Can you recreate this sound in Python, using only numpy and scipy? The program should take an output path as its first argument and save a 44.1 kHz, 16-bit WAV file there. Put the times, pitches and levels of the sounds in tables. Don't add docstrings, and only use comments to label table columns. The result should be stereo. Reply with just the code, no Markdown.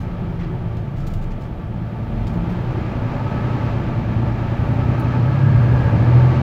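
import sys
import numpy as np
from scipy import signal
from scipy.fft import rfft, irfft, next_fast_len
from scipy.io import wavfile
from scipy.ndimage import map_coordinates

SR = 44100
rng = np.random.default_rng(int(sys.argv[2]) if len(sys.argv) > 2 else 0)


def int16_out(signal):
    q = np.round(np.clip(np.atleast_2d(signal).T, -1, 1) * 32767)
    wavfile.write(sys.argv[1], SR, q.astype(np.int16))


N = 283122

CRUISE_FIRING_HZ = 60
FIRINGS_PER_TURN = 3
CLATTER_LAW = dict(coasting_db=-46, full_throttle_db=10.14, per_doubling_db=7.4)

# (time [s], firing rate [Hz])
SPEED = [(0.0, 59.15), (0.75, 55.35), (2.2, 55.4), (3.0, 58.9), (3.3, 62.15), (3.6, 62.7), (3.8, 57.75),
         (4.05, 54.7), (4.45, 56.25), (5.0, 63.6), (5.6, 72.0), (6.42, 86.6)]
# (frequency [Hz], density [dB])
ROAR_SPECTRUM = [(60, -27.5), (110, 4.5), (160, 3.5), (240, 5.5), (330, -3), (430, -8), (700, -6.5),
                 (950, -9), (1300, -24.5), (3000, -56.5)]
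# (frequency [Hz], density [dB])
CLATTER_SPECTRUM = [(400, -31), (900, -3), (1200, 1), (1700, -4), (2300, -5.5), (3200, -14), (4300, -19.5),
                    (6000, -28.5), (7600, -34.5), (8500, -50), (16000, -77)]


def engine():
    firing_hz, = curves(SPEED)
    firings = np.cumsum(firing_hz) / SR
    orders = hum(firing_hz, firings, waver_db=1, waver_per_s=5, slip_rad=0.035)
    roar = combustion(firings, ROAR_SPECTRUM, knock_db=4, throb=0.25, flutter_db=0.7)
    clatter = combustion(firings, CLATTER_SPECTRUM, knock_db=-4.5, throb=0.11, flutter_db=0.45)
    roar_gain = effort(coasting_db=-35, full_throttle_db=9.4, per_doubling_db=6.9)
    return orders + roar_gain * roar + effort(**CLATTER_LAW) * clatter


# (multiple of crankshaft rate, relative level [dB])
ORDERS = [(3, 9), (4, 5.5), (4.5, 3), (5, -1), (5.5, 2), (6, 2), (6.5, 0), (7, -1), (7.5, 1), (8, -2),
          (9, 0), (10, -3), (10.5, 0), (11, -2), (12, 2), (13, 1), (14, -1), (15, 1), (18, 2), (20, 3)]
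# (frequency [Hz], gain [dB])
CABIN = [(35, 0), (55, -15), (70, -18), (83, -9.5), (94, -14.5), (102, -10), (112, -2.5), (124, -1),
         (138, -8), (155, -11), (200, -15), (226, -12.5), (243, -18), (262, -8.5), (290, -24), (319, -14),
         (345, -24), (378, -16.5), (410, -27), (490, -22)]
# (multiple, centre [Hz], width [Hz], gain [dB])
BOOMS = [(3, 58.5, 1.2, 4), (3, 74, 3.5, 6), (4, 104, 3, 8.5), (4, 113, 4, -13), (4.5, 106, 4, 10),
         (4.5, 123.5, 6.5, 11), (5, 123, 8, 14), (5.5, 121, 3.5, 4), (5.5, 108.5, 2.5, 7),
         (6, 140, 5.5, 15), (6, 110, 2.5, 6), (6.5, 122, 4, 4), (8, 228, 10, 7), (9, 191, 5, 6),
         (10, 262, 9, 7), (12, 220, 5, 6), (13, 257, 7, 3), (18, 488, 10, 6)]
SHIFT_S, SHIFT_TAKES_S, SHIFT_DB = 3.7, 0.16, 4
UNEVEN_DB = 6
SURGE_AT_CRUISE_DB, SURGES_PER_S = 1.6, 18


def hum(firing_hz, firings, waver_db, waver_per_s, slip_rad):
    crank_hz, turns = firing_hz / FIRINGS_PER_TURN, firings / FIRINGS_PER_TURN
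    throttle, = curves(THROTTLE)
    orders = np.zeros(N)
    for multiple, order_db in ORDERS:
        hz = multiple * crank_hz
        boom_db = peaks_db([boom for which, *boom in BOOMS if which == multiple], hz)
        level_db = order_db + along(CABIN, hz) + boom_db + waver_db * wobble(waver_per_s)
        if multiple % FIRINGS_PER_TURN:
            level_db = level_db - UNEVEN_DB * (1 - throttle) ** 2
        smear_rad = 1.3 * np.pi * multiple ** 2
        slip = slip_rad * multiple * wobble(waver_per_s)
        orders += amp(level_db) * np.sin(2 * np.pi * multiple * turns - smear_rad + slip)
    shifted = (1 + np.tanh((np.arange(N) / SR - SHIFT_S) / SHIFT_TAKES_S)) / 2
    surge_db = SURGE_AT_CRUISE_DB * (CRUISE_FIRING_HZ / firing_hz) ** 2 * wobble(SURGES_PER_S)
    gain = effort(coasting_db=-35.3, full_throttle_db=5.7, per_doubling_db=9)
    gain = gain * amp(SHIFT_DB * shifted + surge_db)
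    return np.sqrt(2) * gain * orders * sides(2 * firing_hz.mean())


# (centre [Hz], width [Hz], gain [dB])
PANELS = [(283.7, 19.4, -9.5), (310, 12, 7), (377, 5.6, 5), (493, 19, 2), (579.4, 22, 6), (811, 21, 3),
          (882, 16, 7.5), (1064, 49, -4), (1158, 36, 5), (1286, 15, 6.5), (1376, 18, 2), (1570, 30, 2.5),
          (1690, 53, 3.5)]


def combustion(firings, spectrum, knock_db, throb, flutter_db):
    noise = rng.standard_normal((2, N))
    puffs = unit(noise * np.exp(throb * np.cos(2 * np.pi * firings)))
    source = puffs + amp(knock_db) * knocks(firings, scatter_db=0.5)

    def colour_db(hz):
        ripple_db = (hz > 1700) * standing_waves(hz, depth_db=1.3, spacing_hz=30)
        return along(spectrum, hz) + peaks_db(PANELS, hz) + ripple_db

    return amp(flutter_db * wobble(15)) * diffuse(source, colour_db)


def knocks(firings, scatter_db, count=6):
    fired_at = np.flatnonzero(np.diff(np.floor(firings)) > 0)
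    out = np.zeros((2, N))
    for cylinder in range(count):
        own = fired_at[cylinder::count]
        blows = np.zeros(N)
        blows[own] = amp(scatter_db * rng.standard_normal(len(own)))
        out += signal.oaconvolve(blows[None], cabin_tail(), axes=1)[:, :N]
    return unit(out)


# (frequency [Hz], t60 [s])
RING = [(200, 0.19), (1500, 0.25), (8000, 0.23)]


def cabin_tail():
    noise = rng.standard_normal((2, SR // 5))
    hz, t, bins = signal.stft(noise, SR, nperseg=256)
    build_up = 1 - np.exp(-t / 0.0086)
    decay = amp(-60 * t / along(RING, hz)[:, None])
    return signal.istft(bins * build_up * decay, SR, nperseg=256)[1]


# (multiple of crankshaft rate, relative level [dB])
GEARS = [(40, -9), (62, -17), (73, -17)]
GEAR_FUZZ_PER_S = 13


def gear_whine():
    crank_hz = curves(SPEED)[0] / FIRINGS_PER_TURN
    turns = np.cumsum(crank_hz) / SR
    out = np.zeros((2, N))
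    for multiple, db in GEARS:
        hz = multiple * crank_hz
        fuzz = np.array([wobble(GEAR_FUZZ_PER_S) + 1j * wobble(GEAR_FUZZ_PER_S) for ear in range(2)])
        line = np.real(fuzz * np.exp(2j * np.pi * multiple * turns))
        out += amp(db + peaks_db(PANELS, hz)) * line * sides(hz.mean())
    return effort(**CLATTER_LAW) * out


# (centre [Hz], width [Hz], firing rate at the swell [Hz], spread [Hz], level before effort [dB])
SPEED_BANDS = [(358, 21, 57.64, 1.97, -37), (685, 90, 55.4, 1.8, -42), (795, 120, 57.8, 0.38, -47),
               (317, 7.9, 57, 2, -39.5), (890, 49, 61.5, 1.3, -43), (1289, 20, 65.3, 6.5, -40.5),
               (1640, 55, 74.3, 10.5, -39.5), (3170, 380, 57, 3.4, -56.5), (479, 9.9, 81, 7.3, -38),
               (312, 6.3, 110, 8.9, -38.5)]


def speed_bands():
    firing_hz, = curves(SPEED)
    out = np.zeros((2, N))
    for centre_hz, width_hz, swell_hz, spread_hz, db in SPEED_BANDS:
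        def band_db(hz):
            return -20 * np.log10(1 + ((hz - centre_hz) / width_hz) ** 2)

        band = diffuse(rng.standard_normal((2, N)), band_db)
        nearness = np.exp(-((firing_hz - swell_hz) / spread_hz) ** 2)
        out += amp(db) * nearness * band
    return effort(coasting_db=-5.5, full_throttle_db=3.8, per_doubling_db=0.5) * out


# (start [s], end [s], start pitch [Hz], end pitch [Hz], peak level [dB])
BRIEF_TONES = [(-.5, 0.85, 41, 37.2, -31), (-.3, 0.995, 180, 161.4, -29), (0.103, 1.004, 368, 367, -41.5),
               (0.395, .88, 111.5, 109.8, -28), (0.496, 1.493, 123.9, 159.5, -32),
               (0.894, 1.453, 27.08, 26.9, -23.5), (0.933, 1.25, 1316, 1314, -50.5),
               (1.543, 2.243, 166, 170, -34.5), (1.95, 2.6, 41.75, 47.7, -29),
               (1.896, 2.61, 229.2, 223, -34), (2.138, 2.552, 119.7, 123.9, -25.5),
               (2.283, 2.632, 162.5, 184.4, -24), (2.4, 2.75, 893, 885, -46), (3.85, 4.5, 178, 177.7, -33),
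               (4.58, 4.92, 782, 776, -40)]


def brief_tones():
    t = np.arange(N) / SR
    out = np.zeros((2, N))
    for start_s, end_s, from_hz, to_hz, db in BRIEF_TONES:
        progress = np.clip((t - start_s) / (end_s - start_s), 0, 1)
        pitch_hz = from_hz + (to_hz - from_hz) * progress
        phase = 2 * np.pi * (np.cumsum(pitch_hz) / SR + rng.random())
        tone = np.sqrt(2) * np.sin(np.pi * progress) * np.sin(phase)
        out += amp(db) * sides(from_hz) * tone
    return out


# (time [s], level before the common +4.5 [dB], rise [s], t60 [s], tilt above 1 kHz [dB/octave])
BURSTS = [(-.03, -46, 0.017, 0.26, 4), (.385, -37, 0.03, 0.33, -7), (.767, -49, .003, 0.15, 0.5),
          (.96, -49.5, 0.014, 0.48, 2.5), (1.066, -46, 0.0026, 0.17, 6), (1.135, -49.5, 0.0024, 0.18, 5),
          (1.212, -48.5, 0.0061, 0.19, 2), (1.305, -48, 0.0073, 0.18, -1), (1.407, -52, .005, 0.24, 2.5),
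          (2.268, -44.5, 0.0023, 0.2, 0.5), (2.333, -58, 0.0022, 0.11, 7), (2.493, -55, 0.0087, 0.22, 7)]
# (frequency [Hz], density [dB])
BURST_SPECTRUM = [(100, -100), (700, -23), (1800, 11.5), (4000, 3.5), (7000, -4.5), (9000, -15),
                  (15000, -17)]
# (frequency [Hz], density [dB])
CATCH_SPECTRUM = [(2000, -19), (7500, -8), (9500, -5), (15000, -3)]


def puff_and_rattles():
    chatter = rush(BURST_SPECTRUM) * amp(2.5 * wobble(200))
    out = np.zeros((2, N))
    for start_s, db, rise_s, t60_s, tilt_db in BURSTS:
        def response(hz):
            bright_db = tilt_db * np.log2(np.maximum(hz, 1000))
            return amp(bright_db + standing_waves(hz, depth_db=-2.0, spacing_hz=143))

        tone = unit(filtered(chatter, response))
        out += amp(db + 4.5) * burst(start_s, rise_s, t60_s) * tone
    catch = burst(4.9965, rise_s=0.0005, t60_s=0.1) * rush(CATCH_SPECTRUM)
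    return out + amp(-47) * catch


def burst(start_s, rise_s, t60_s):
    t = np.maximum(np.arange(N) / SR - start_s, 0)
    echo = amp(-60 * t / abs(t60_s))
    snap = amp(-8 - 60 * t / 0.025)
    return (1 - np.exp(-t / abs(rise_s))) * (echo + snap)


# (time [s], half length [s], body shake change [dB], tyre rumble change [dB])
BUMPS = [(1.2, 0.28, 1.5, 0), (2.38, 0.31, 2, 3), (4.672, 0.15, 1, 5), (5.729, 0.27, -4, 5)]
# (frequency [Hz], density [dB])
SHAKE_SPECTRUM = [(8, -25.5), (19, -1.5), (24, 7.5), (30, 4.5), (45, -19), (200, -62)]
# (frequency [Hz], density [dB])
TYRE_SPECTRUM = [(15, -31.5), (35, -1), (70, 0), (115, 3.5), (200, -2), (280, -22.5), (450, -15.5),
                 (1500, -61.5)]
# (frequency [Hz], density [dB])
HISS_SPECTRUM = [(3000, -7), (7000, 4.5), (9000, -12.5), (12500, -3), (13500, 5), (16000, -6)]
SHAKE_DB, TYRES_DB = -40, -27.5


def road():
    shake_change_db = sum(db * swell(s, half_s) for s, half_s, db, _ in BUMPS)
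    tyre_change_db = sum(db * swell(s, half_s) for s, half_s, _, db in BUMPS)
    shake = amp(SHAKE_DB + shake_change_db) * rush(SHAKE_SPECTRUM)
    tyres = amp(TYRES_DB + tyre_change_db) * rush(TYRE_SPECTRUM)
    hiss_gain = effort(coasting_db=-79, full_throttle_db=4.8, per_doubling_db=0.5)
    hiss = hiss_gain * amp(0.5 * wobble(12)) * rush(HISS_SPECTRUM)
    return shake + tyres + hiss


def swell(s, half_length_s):
    return np.exp(-((np.arange(N) / SR - s) / half_length_s) ** 2)


# (time [s], throttle [0 coasting, 1 full])
THROTTLE = [(0, 0.24), (.6, 0.17), (1, 0.0088), (1.75, 0.067), (2.3, 0.48), (2.6, 0.75), (3.2, 0.86),
            (3.6, 0.98), (3.9, 0.9), (4.4, 0.87), (5, 0.94), (5.4, 0.85), (6.42, 0.8)]


def effort(coasting_db, full_throttle_db, per_doubling_db):
    throttle_db = full_throttle_db * curves(THROTTLE)[0]
    speed_db = per_doubling_db * np.log2(curves(SPEED)[0] / CRUISE_FIRING_HZ)
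    return amp(coasting_db + throttle_db + speed_db)


def rush(spectrum):
    return diffuse(rng.standard_normal((2, N)), lambda hz: along(spectrum, hz))


# (frequency [Hz], correlation)
ALIKE = [(60, 0.98), (130, 1), (290, 0.83), (640, 0.6), (1410, -0.023), (3100, -0.025), (6820, -0.054),
         (15000, 0.11)]


def diffuse(pair, colour_db):
    def response(hz):
        turn = np.arccos(np.clip(along(ALIKE, hz), -1, 1)) / 2
        blend = np.array([[np.cos(turn), np.sin(turn)], [np.cos(turn), -np.sin(turn)]])
        return amp(colour_db(hz)) * sides(hz)[:, None] * blend

    field = filtered(pair, response).sum(axis=1)
    return field / np.std(field.mean(axis=0))


# (frequency [Hz], left minus right [dB])
LEAN = [(30, -4), (60, -1), (99, -5.5), (160, -7.5), (270, -5), (450, -3.5), (740, -3), (1220, -6),
        (2010, -7), (3330, -6.5), (5500, -1.5), (9080, 2), (15000, -0.5)]


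def sides(hz):
    gains = amp(np.outer([1, -1], along(LEAN, hz)) / 2)
    return gains / np.sqrt(np.mean(gains ** 2, axis=0))


def standing_waves(hz, depth_db, spacing_hz):
    return depth_db * map_coordinates(rng.standard_normal(1024), [hz / spacing_hz], mode="wrap")


def peaks_db(rows, hz):
    return sum(db * np.exp(-((hz - centre) / width) ** 2) for centre, width, db in rows)


def filtered(x, response):
    edge = 4096
    x = np.pad(x, [(0, 0)] * (x.ndim - 1) + [(edge, edge)], "reflect")
    size = next_fast_len(x.shape[-1], real=True)
    spectrum = rfft(x, size) * response(np.fft.rfftfreq(size, 1 / SR))
    return irfft(spectrum, size)[..., edge:edge + N]


def wobble(knots_per_s):
    coarse = np.arange(0, N + 64, 64)
    knots = rng.standard_normal(1024)
    curve = map_coordinates(knots, [coarse * knots_per_s / SR], mode="wrap")
    return np.interp(np.arange(N), coarse, curve)


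def curves(rows):
    s, *columns = np.transpose(rows)
    return [np.interp(np.arange(N) / SR, s, column) for column in columns]


def along(points, hz):
    f, v = np.transpose(points)
    return np.interp(np.log(hz + 1), np.log(f + 1), v)


def unit(x):
    return x / np.sqrt(np.mean(x ** 2) + 1e-20)


def amp(db):
    return 10 ** (np.asarray(db) / 20)


def scene():
    return engine() + gear_whine() + speed_bands() + brief_tones() + puff_and_rattles() + road()


CEILING, TOP_HZ = 0.95, 15750


def record(dry):
    rounded = dry / (1 + np.abs(dry / CEILING) ** 10) ** 0.1
    lowpass = signal.ellip(10, 0.1, 60, TOP_HZ, fs=SR, output="sos")
    return signal.sosfiltfilt(lowpass, rounded) * signal.windows.tukey(N, 0.0015)


dry = scene()
out = record(dry)
int16_out(out)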